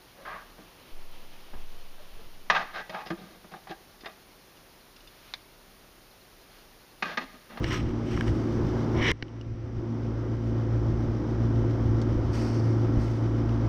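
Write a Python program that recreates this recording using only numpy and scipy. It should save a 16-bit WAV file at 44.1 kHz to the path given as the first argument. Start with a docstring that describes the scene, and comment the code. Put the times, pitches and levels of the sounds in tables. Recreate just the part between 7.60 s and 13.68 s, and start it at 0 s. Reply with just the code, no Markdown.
"""A small room, heard from a camera's microphone. An opened wall air conditioner runs throughout:
compressor and mains hum beat against each other over the fan's rush and a faint buzz of panels.
At first the camera is in the hand, rubbed and bumped. Near 1.4 s it scrapes over the floor and stops
with a knock that ducks its gain control; its mount clacks, and the level takes seconds to recover.
Then, from the floor, we hear someone handle the wiring: small ticks, brushing clothes, soft thuds."""
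import sys
import numpy as np
from scipy import signal
from scipy.fft import rfft, irfft, next_fast_len
from scipy.io import wavfile
from scipy.ndimage import uniform_filter1d, minimum_filter1d

SR = 44100
rng = np.random.default_rng(int(sys.argv[2]) if len(sys.argv) > 2 else 0)


def generate_wav(signal):
    """Clip the signal to [-1, 1] and save it as 16-bit WAV at the path in sys.argv[1]."""
    frames = np.transpose(np.atleast_2d(signal))
    scaled = np.clip(frames, -1, 1) * 32767
    pcm = np.round(scaled).astype(np.int16)
    wavfile.write(sys.argv[1], SR, pcm)


N = 268260
TIME = np.arange(N) / SR
SHAFT_HZ, MAINS_HZ = 56.39, 60.0
# In the hand the microphone gets less hum and more air: levels against its place on the floor.
CARRIED_HUM_DB, CARRIED_BOOM_DB, CARRIED_RUSH_DB, CARRIED_HISS_DB = -6.5, 2.5, 0, 1
HUM_COLUMN, BOOM_COLUMN, RUSH_COLUMN = 2, 3, 4  # of LEVEL_SWINGS

# Brief dips and swells of hum, boom and rush, some deepening the drop after the knock.
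# Each row: centre in seconds, length in seconds, change of hum, of boom and of rush in dB.
LEVEL_SWINGS = [(0.205, 0.68, -1, -3, -3), (0.55, 0.12, 4, 3.5, -1), (1.185, 0.43, 0, 1, 2),
                (1.566, 0.11, 1, -3.5, -2.5), (1.73, 0.22, -2, 1.5, 1.5), (1.93, 0.49, -0.5, -6.5, -3),
                (2.23, 0.48, -2.5, 5, 1), (3.615, 0.27, -7.5, 1.5, -0.5), (4.757, 0.33, -6, 0.5, 0),
                (5.738, 0.51, -1.5, -3, -1)]
# Refrigerant hiss. Each row: frequency in Hz, relative level in dB.
GAS_SPECTRUM = [(1000, -14), (2100, 13.5), (2500, 1.5), (3000, 10), (4200, 3.5), (4800, 5.5), (5850, 6.5),
                (6500, -3.5), (7500, -11), (8700, -15), (10200, -23), (11300, -20), (12700, -11.5),
                (14000, -22), (15000, -44)]
# Buzzing panels. Each row: frequency in Hz, relative level of the lines there in dB.
PANEL_SPECTRUM = [(450, -2), (620, 1.5), (850, 1.5), (1050, 0.5), (1350, -5.5), (1660, -8.5)]
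# Fan and casing tones. Each row: frequency in Hz, level in dB.
FAN_TONES = [(59.1, -50), (137.0, -49), (230.8, -38), (295.5, -45), (367.2, -43.5), (804.0, -59.5)]
# Air booming in the casing. Each row: frequency in Hz, relative level in dB.
BOOM_SPECTRUM = [(15, -35.5), (40, -22), (70, -21), (100, -15), (150, -0.5), (195, -6.5), (250, -4),
                 (325, 3.5), (375, -5.5), (440, -13), (600, -22), (1200, -68), (14000, -89.5)]
# Air rushing through the fins. Each row: frequency in Hz, relative level in dB.
RUSH_SPECTRUM = [(250, -30), (480, 7), (620, 1.5), (900, -3.5), (1050, -3.5), (1400, -5), (1650, -9.5),
                 (2000, -14.5), (2500, -18.5), (4500, -57)]
# Compressor hum. Each row: multiple of the shaft rate, level in dB.
SHAFT_ORDERS = [(0.5, -54.5), (1.5, -44.5), (2, -25), (2.5, -50.5), (3, -59.5), (4, -45), (5, -38),
                (7, -48.5), (8, -54), (9, -49.5), (10, -55), (10.5, -60), (12, -58.5), (14, -59), (24, -60),
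                (33, -64.5)]
# Brief dips of the deepest hum. Each row: centre in seconds, length in seconds, change in dB.
DEEP_DIPS = [(2.29, .13, -18), (3.0, 0.089, -13), (3.75, .25, 0), (4.12, 0.11, -10), (5.1, .28, -22),
             (5.58, 0.14, -14)]
# The motor's magnetic hum. Each row: multiple of the mains, level in dB.
MAINS_HARMONICS = [(2, -40), (4, -46), (6, -43)]
# The rotor modulates twice the mains. Each row: shaft multiples above that tone, level in dB.
ROTOR_SIDEBANDS = [(1, -46.5), (2, -40.5), (4, -41)]
# Weight shifting on the floor. Each row: peak in seconds, length in seconds, level in dB.
FLOOR_THUDS = [(0.065, 0.14, -35), (0.264, 0.12, -31), (0.55, 0.096, -33), (0.706, 0.043, -22),
               (1.023, 0.15, -31.5), (1.39, 0.064, -26.5), (1.533, 0.049, -24.5), (1.907, 0.13, -28),
               (2.052, 0.085, -33), (2.187, 0.049, -24), (3.313, 0.18, -31), (3.487, 0.058, -28),
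               (4.014, 0.37, -39.5), (4.287, 0.14, -27), (4.565, 0.12, -28.5), (4.692, 0.087, -29.5),
               (5.384, 0.042, -24.5)]
# The floor's rumble. Each row: frequency in Hz, relative level in dB.
FLOOR_SPECTRUM = [(15, -4), (35, -8.5), (55, 1.5), (85, 1.5), (120, -2.5), (165, -7.5), (205, -23),
                  (400, -62), (1000, -88.5)]
# Clothes brush as the arms move. Each row: peak, rise and fall in seconds, level in dB.
CLOTH_STROKES = [(.62, 0.17, 0.39, -51.5), (2.88, 0.045, 0.073, -60), (4.765, 0.035, 0.16, -43),
                 (5.41, 0.018, 0.16, -49.5)]
# Fabric on skin. Each row: frequency in Hz, relative level in dB.
CLOTH_SPECTRUM = [(800, 6.5), (2000, 3), (3900, -5.5), (4500, 0), (5850, -2), (6500, -9), (7500, -13),
                  (8500, -12.5), (10500, -22.5), (13000, -21), (15000, -33)]
# A sleeve swishes as the arm draws back. Each row: peak, rise and fall in seconds, level in dB.
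SLEEVE_STROKES = [(4.74, 0.013, 0.16, -52.5), (4.93, 0.11, 0.2, -57)]
# The sliding sleeve. Each row: frequency in Hz, relative level in dB.
SLEEVE_SPECTRUM = [(2500, -17), (4050, -14), (4350, 0.5), (4900, 3.5), (5500, 6), (6100, -2), (7000, -19.5),
                   (8400, -13), (10000, -27.5), (14000, -33)]
# Wires and small parts tick. Each row: start in seconds, ring level in dB, ring pitch in Hz,
# ring t60 in seconds, snap level in dB, snap t60 in seconds.
WIRE_TICKS = [(1.6825, -31, 3040, 0.013, -49, .013), (1.8122, -29, 2880, 0.027, -34, 0.021),
              (4.109, -50, 3020, .01, -46, .013), (4.416, -37, 4740, 0.006, -39, 0.045),
              (5.893, -38.5, 2900, 0.0097, -48, .013)]
# The camera's shell. Each row: frequency in Hz, relative level in dB, t60 in seconds.
SHELL_MODES = [(406, -10.5, 0.032), (1030, -8.5, 0.017), (1705, -1, 0.011), (1890, 0.5, 0.012),
               (2230, -1.5, 0.012), (2680, -4, 0.0062), (2990, 1.5, 0.0069), (4160, -9, 0.0033),
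               (4820, -15.5, 0.0078), (5620, -6.5, 0.0057), (8500, -24.5, 0.0043), (9100, -29, 0.0067),
               (12800, -14, .002)]
# Its loose mount. Each row: frequency in Hz, relative level in dB, t60 in seconds.
MOUNT_MODES = [(307, -2.5, 0.038), (1090, -7, 0.0078), (1520, -1, 0.0092), (1840, 5.5, 0.0074),
               (2260, -2, 0.013), (2690, 1.5, 0.005), (2900, 3, 0.0093), (3950, -5.5, 0.0076),
               (4280, -2.5, 0.0061), (5200, -3.5, 0.0029), (5770, -12.5, 0.0094)]
# The camera slides in quickening shoves. Each row: peak, rise and fall in seconds, relative level in dB.
SHOVES = [(1.448, 0.063, 0.015, -30.5), (1.483, 0.03, 0.012, -24), (1.505, 0.015, 0.009, -23.5)]
# Resonances of the slide. Each row: frequency in Hz, nominal width in Hz, relative level in dB.
CHATTER_BANDS = [(1790, 81, -11.5), (2023, 270, 3), (2205, 170, -3.5), (2560, 180, -5.5), (2920, 370, -10)]
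# The camera's body drags on the floor. Each row: peak, rise and fall in seconds, level in dB.
DRAG_STROKES = [(1.39, 0.05, 0.061, -29), (1.5, 0.034, 0.02, -37)]
# The grumble of that drag. Each row: frequency in Hz, relative level in dB.
DRAG_SPECTRUM = [(100, -8.5), (215, -12), (300, 9), (500, 3.5), (750, -8.5), (1100, -7), (1500, -15),
                 (3000, -43), (14000, -69)]
# Fingers on the camera. Each row: peak, rise and fall in seconds, relative level in dB.
FINGER_STROKES = [(.042, 0.016, 0.025, -37), (.108, 0.043, 0.024, -34.5), (.15, 0.03, 0.038, -29),
                  (.29, 0.024, 0.036, -47), (.533, 0.062, 0.1, -40.5), (.678, 0.0095, 0.016, -40)]
# Skin dragging on plastic. Each row: frequency in Hz, relative level in dB.
SKIN_SPECTRUM = [(200, -17), (700, -16), (1300, 6), (2000, -10), (2750, 2.5), (3300, -10), (4500, -12.5),
                 (5700, -8), (7200, -26), (8100, -19), (10300, -36.5), (13000, -27), (14500, -50)]
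# Knocks on the camera. Each row: start in seconds, shell peak in dB, low push in dB, contact cutoff
# in Hz, hollow ring of the struck spot in Hz, its level in dB, snap level in dB.
SHELL_KNOCKS = [(.566, -38, -50, 7000, 5560, -41, -52), (0.5752, -27, -27, 1700, 1290, -27, -60),
                (0.6096, -23.5, -40, 4500, 1610, -23, -36), (0.6806, -31, -30, 5500, 1700, -42, -41),
                (1.3748, -34, -27, 7000, 5630, -43, -47), (1.4308, -31, -30, 7000, 1990, -34, -45),
                (1.4655, -31, -37, 7000, 2000, -34, -45), (1.5154, 5, 15, 9200, 2090, -3.5, -6)]
# The mount hits its stop. Each row: start in seconds, clack peak in dB, low push in dB.
MOUNT_CLACKS = [(.043, -10.5, -2), (1.6249, -5, -30), (1.6262, -21, -23), (1.6275, -16.5, 0.5)]
# The camera's own hiss. Each row: frequency in Hz, relative level in dB.
SELF_NOISE_SPECTRUM = [(500, 4), (2000, 10), (4200, -3.5), (5800, 2.5), (6800, -17), (8500, -20),
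                       (10000, -29.5), (14000, -38)]


def gain_of(db):
    """Decibels to amplitude."""
    return 10 ** (np.asarray(db) / 20)


def unit_rms(x):
    """Scales to rms 1."""
    return x / np.sqrt(np.mean(x ** 2) + 1e-20)


def unit_peak(x):
    """Scales to peak 1."""
    return x / abs(x).max()


def add(mix, start_s, sound):
    """Mixes a sound in at a time."""
    part = mix[max(round(start_s * SR), 0):][:len(sound)]
    part += sound[:len(part)]


def noise(spectrum, ripple_db=0.0):
    """Coloured noise of rms 1; reflections leave fine, steady ripples in it above 800 Hz."""
    hz, db = np.transpose(spectrum)
    size = next_fast_len(N)
    bins_hz = np.fft.rfftfreq(size, 1 / SR)
    knots_hz = np.arange(0, SR / 2, 70)
    ripple = np.interp(bins_hz, knots_hz, rng.standard_normal(len(knots_hz)) * (knots_hz > 800))
    colour = gain_of(np.interp(np.log(bins_hz + 1), np.log(hz), db) + ripple_db * ripple)
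    return unit_rms(irfft(rfft(rng.standard_normal(size)) * colour, size)[:N])


def drift(rate_hz):
    """A random wander of rms about 1, no faster than about rate_hz."""
    t = np.linspace(0, TIME[-1], 1200)
    hz = rate_hz * np.geomspace(1 / 10, 1, 16)
    waves = np.sin(2 * np.pi * (t[:, None] * hz + rng.random(len(hz))))
    return np.interp(TIME, t, unit_rms(waves.sum(1)))


def tone(turns, db):
    """A sine of the given rms level that starts anywhere in its cycle."""
    return np.sqrt(2) * gain_of(db) * np.sin(2 * np.pi * (turns + rng.random()))


def swell(centre_s, length_s):
    """A smooth bump of height 1 around a time."""
    return np.exp(-(2 * (TIME - centre_s) / length_s) ** 2)


def strokes(rows):
    """Gain of rubbing strokes: each rises smoothly to its peak, then dies away."""
    gain = np.zeros(N)
    for peak_s, rise_s, fall_s, db in rows:
        before, after = np.minimum(TIME - peak_s, 0), np.maximum(TIME - peak_s, 0)
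        gain += gain_of(db) * np.exp(-(before / rise_s) ** 2 - after / fall_s)
    return gain


def ringing(modes):
    """Dying sines of a struck part, alternating in sign."""
    t = TIME[:SR // 10]
    return sum((-1) ** k * gain_of(db - 60 * t / t60) * np.sin(2 * np.pi * hz * t)
               for k, (hz, db, t60) in enumerate(modes))


def pickup(carried_db, column, rest_s=1.8, move_s=0.3):
    """Gain of a layer as the microphone goes from hand to floor, with brief dips and swells."""
    in_hand = np.clip((rest_s - TIME) / move_s, 0, 1)
    swing_db = sum(row[column] * swell(row[0], row[1]) for row in LEVEL_SWINGS)
    return gain_of(carried_db * in_hand + swing_db)


def refrigerant(shaft, mains, hiss_db=-56.5, spurt_db=1.3, throb_db=1.2):
    """Gas hisses in spurts, one a turn, and swells with the motor's throb."""
    spurts = spurt_db * np.sin(2 * np.pi * shaft)
    throb = throb_db * np.sin(2 * np.pi * 2 * (shaft - mains))
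    hiss = noise(GAS_SPECTRUM, ripple_db=1.2) * gain_of(hiss_db + spurts + throb)
    return hiss * pickup(CARRIED_HISS_DB, RUSH_COLUMN)


def panel_buzz(shaft, buzz_db=-47.0, uneven_db=1.6, waver_db=1.5):
    """Loose panels repeat the same rattle every second turn: a close comb of midrange lines."""
    hz, db = np.transpose(PANEL_SPECTRUM)
    orders = np.arange(15, 60) / 2
    levels_db = np.interp(orders * SHAFT_HZ, hz, db) + uneven_db * rng.standard_normal(len(orders))
    two_turns = np.linspace(0, 2, 2048)
    rattle = unit_rms(sum(tone(k * two_turns, level) for k, level in zip(orders, levels_db)))
    buzz = np.interp(shaft % 2, two_turns, rattle) * gain_of(buzz_db + waver_db * drift(9))
    return buzz * pickup(CARRIED_RUSH_DB, RUSH_COLUMN)


def fan(boom_db=-34.0, rush_db=-44.0, gust_db=1.02, wander_turns=0.065):
    """Turbulent air booms in the casing and rushes through the fins; the flow makes its tones waver."""
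    tones = sum(tone(hz * TIME + wander_turns * drift(4), db) for hz, db in FAN_TONES)
    gusts = gust_db * drift(12)
    boom = noise(BOOM_SPECTRUM) * gain_of(boom_db + gusts)
    rush = noise(RUSH_SPECTRUM, ripple_db=1.0) * gain_of(rush_db + gusts)
    casing = (boom + tones) * pickup(CARRIED_BOOM_DB, BOOM_COLUMN)
    return casing + rush * pickup(CARRIED_RUSH_DB, RUSH_COLUMN)


def compressor(shaft, mains, deep_db=-32.5, waver_db=1.0):
    """Shaft and magnetic hum; the rotor lags the mains, so they throb about seven times a second."""
    dips_db = sum(db * swell(s, length) for s, length, db in DEEP_DIPS)
    deep = tone(shaft, deep_db) * gain_of(dips_db)
    orders = sum(tone(k * shaft, db) for k, db in SHAFT_ORDERS)
    magnetic = sum(tone(k * mains, db) for k, db in MAINS_HARMONICS)
    sidebands = sum(tone(2 * mains + k * shaft, db) for k, db in ROTOR_SIDEBANDS)
    hum = (deep + orders + magnetic + sidebands) * gain_of(waver_db * drift(4.4))
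    return hum * pickup(CARRIED_HUM_DB, HUM_COLUMN)


def floor_thuds(tremor_db=-43.0):
    """Soft swells of rumble reach the microphone through the floor, over a faint steady tremor."""
    thuds = sum(gain_of(db) * swell(s, length) for s, length, db in FLOOR_THUDS)
    rumble = noise(FLOOR_SPECTRUM)
    running_rms = np.sqrt(uniform_filter1d(rumble ** 2, size=3000))
    return (gain_of(tremor_db) + thuds) * rumble / running_rms


def clothing(grain_db=1.5):
    """Fabric brushes and a sleeve slides: fine, slightly uneven hisses."""
    brush = noise(CLOTH_SPECTRUM, ripple_db=3.0) * strokes(CLOTH_STROKES)
    swish = noise(SLEEVE_SPECTRUM, ripple_db=1.5) * strokes(SLEEVE_STROKES)
    return (brush + swish) * gain_of(grain_db * drift(84))


def wiring(snap_band_hz=(3300, 6200)):
    """Each tick is a dry snap and one short ring of the part that was touched."""
    out, t = np.zeros(N), TIME[:SR // 10]
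    band = signal.butter(3, snap_band_hz, "bandpass", fs=SR, output="sos")
    for s, ring_db, hz, t60, snap_db, snap_t60 in WIRE_TICKS:
        burst = rng.standard_normal(len(t)) * gain_of(-60 * t / snap_t60)
        snap = gain_of(snap_db) * unit_peak(signal.sosfilt(band, burst))
        add(out, s, ringing([(hz, ring_db, t60)]) + snap)
    return out


def contact_snap(band_hz=(3400, 9300)):
    """The dry click of a hard contact, peak 1."""
    band = signal.butter(2, band_hz, "bandpass", fs=SR, output="sos")
    return unit_peak(signal.sosfilt(band, signal.unit_impulse(SR // 10)))


def shell_ring(contact_hz):
    """The camera shell's answer to one tap, peak 1; a softer contact leaves out the high modes."""
    softness = signal.butter(2, contact_hz, fs=SR, output="sos")
    return unit_peak(signal.sosfilt(softness, ringing(SHELL_MODES)))


def shell_rub(stroke_rows, contact_hz, clump_db, slips_per_s=9000):
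    """Dense little slips, coming in clumps, ring the shell."""
    slips = rng.choice([-1, 1], N) * (rng.random(N) < slips_per_s / SR)
    clumped = slips * gain_of(clump_db * drift(140))
    rubbing = signal.oaconvolve(clumped, shell_ring(contact_hz))[:N]
    return unit_rms(rubbing) * strokes(stroke_rows)


def camera_scrape(shell_db=-2.0, chatter_db=-4.5, rough_db=4.5, stop_s=1.523, stopping_s=0.008):
    """The camera drags over the floor: its body grumbles, and slips make the shell ring and chatter."""
    friction = rng.standard_normal(N) * gain_of(rough_db * drift(120))
    resonances = np.zeros(N)
    for hz, width_hz, db in CHATTER_BANDS:
        b, a = signal.iirpeak(hz, hz / (1.5 * width_hz), fs=SR)
        resonances += gain_of(db) * unit_rms(signal.lfilter(b, a, signal.lfilter(b, a, friction)))
    chatter = gain_of(chatter_db) * unit_rms(resonances) * strokes(SHOVES)
    slips = gain_of(shell_db) * shell_rub(SHOVES, contact_hz=5600, clump_db=2.0)
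    grumble = noise(DRAG_SPECTRUM) * strokes(DRAG_STROKES)
    sliding = np.clip((stop_s - TIME) / stopping_s, 0, 1)
    return sliding * (slips + chatter + grumble)


def camera_handling(push_hz=88, push_t60=0.0088, spot_t60=0.021, shell_db=-5.5, skin_db=-6.5):
    """Right at the microphone, fingers rub the shell; knocks ring it or the mount and push the body."""
    out = shell_rub(FINGER_STROKES, contact_hz=5940, clump_db=4.0) * gain_of(shell_db)
    skin = noise(SKIN_SPECTRUM, ripple_db=3.0) * strokes(FINGER_STROKES)
    out += skin * gain_of(skin_db + 2.5 * drift(130))
    push = ringing([(push_hz, 0, push_t60)])
    for s, db, push_db, contact_hz, spot_hz, spot_db, snap_db in SHELL_KNOCKS:
        shell = gain_of(db) * shell_ring(contact_hz)
        hollow = ringing([(spot_hz, spot_db, spot_t60)])
        add(out, s, shell + hollow + gain_of(push_db) * push + gain_of(snap_db) * contact_snap())
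    clack = unit_peak(ringing(MOUNT_MODES))
    for s, db, push_db in MOUNT_CLACKS:
        add(out, s, gain_of(db) * clack + gain_of(push_db) * push)
    return out


def scene(wander_turns=0.0053):
    """The running air conditioner and the handling around it, at one microphone."""
    shaft = SHAFT_HZ * TIME + wander_turns * drift(1.478)  # both phases count turns
    mains = MAINS_HZ * TIME
    machine = compressor(shaft, mains) + fan() + panel_buzz(shaft) + refrigerant(shaft, mains)
    return (machine + floor_thuds() + camera_handling() + camera_scrape() + wiring() + clothing())[None]


def gain_control(sound, threshold_db=-13, hold_s=0.017, recover_s=0.91):
    """The camera's gain drops at once on a loud blow, holds, and creeps back."""
    power = uniform_filter1d(sound[0] ** 2, size=88)
    over_db = np.maximum(10 * np.log10(abs(power) + 1e-12) - threshold_db, 0)
    hold = 2 * int(hold_s * SR / 2) + 1
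    held_db = -minimum_filter1d(-over_db, hold, origin=hold // 2, mode="constant")
    recovery = np.exp(-TIME / recover_s)
    cut_db = np.maximum.accumulate(held_db / recovery) * recovery
    return sound * gain_of(-uniform_filter1d(cut_db, size=32))


def limiter(sound, ceiling_db=-14):
    """Single peaks are turned down smoothly over about a millisecond."""
    allowed_gain = np.minimum(gain_of(ceiling_db) / (abs(sound) + 1e-9), 1)
    return sound * uniform_filter1d(minimum_filter1d(allowed_gain, size=65), size=65)


def record(dry, hiss_db=-62, edge_hz=14600):
    """Behind the microphone: gain control, the camera's own unducked hiss, limiter and band limit."""
    hiss = noise(SELF_NOISE_SPECTRUM) * gain_of(hiss_db)
    limited = limiter(gain_control(dry) + hiss)
    low_pass = signal.firwin(255, edge_hz, window=("kaiser", 9), fs=SR)
    return signal.oaconvolve(limited, low_pass[None], "same")


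dry = scene()
out = record(dry)
generate_wav(out)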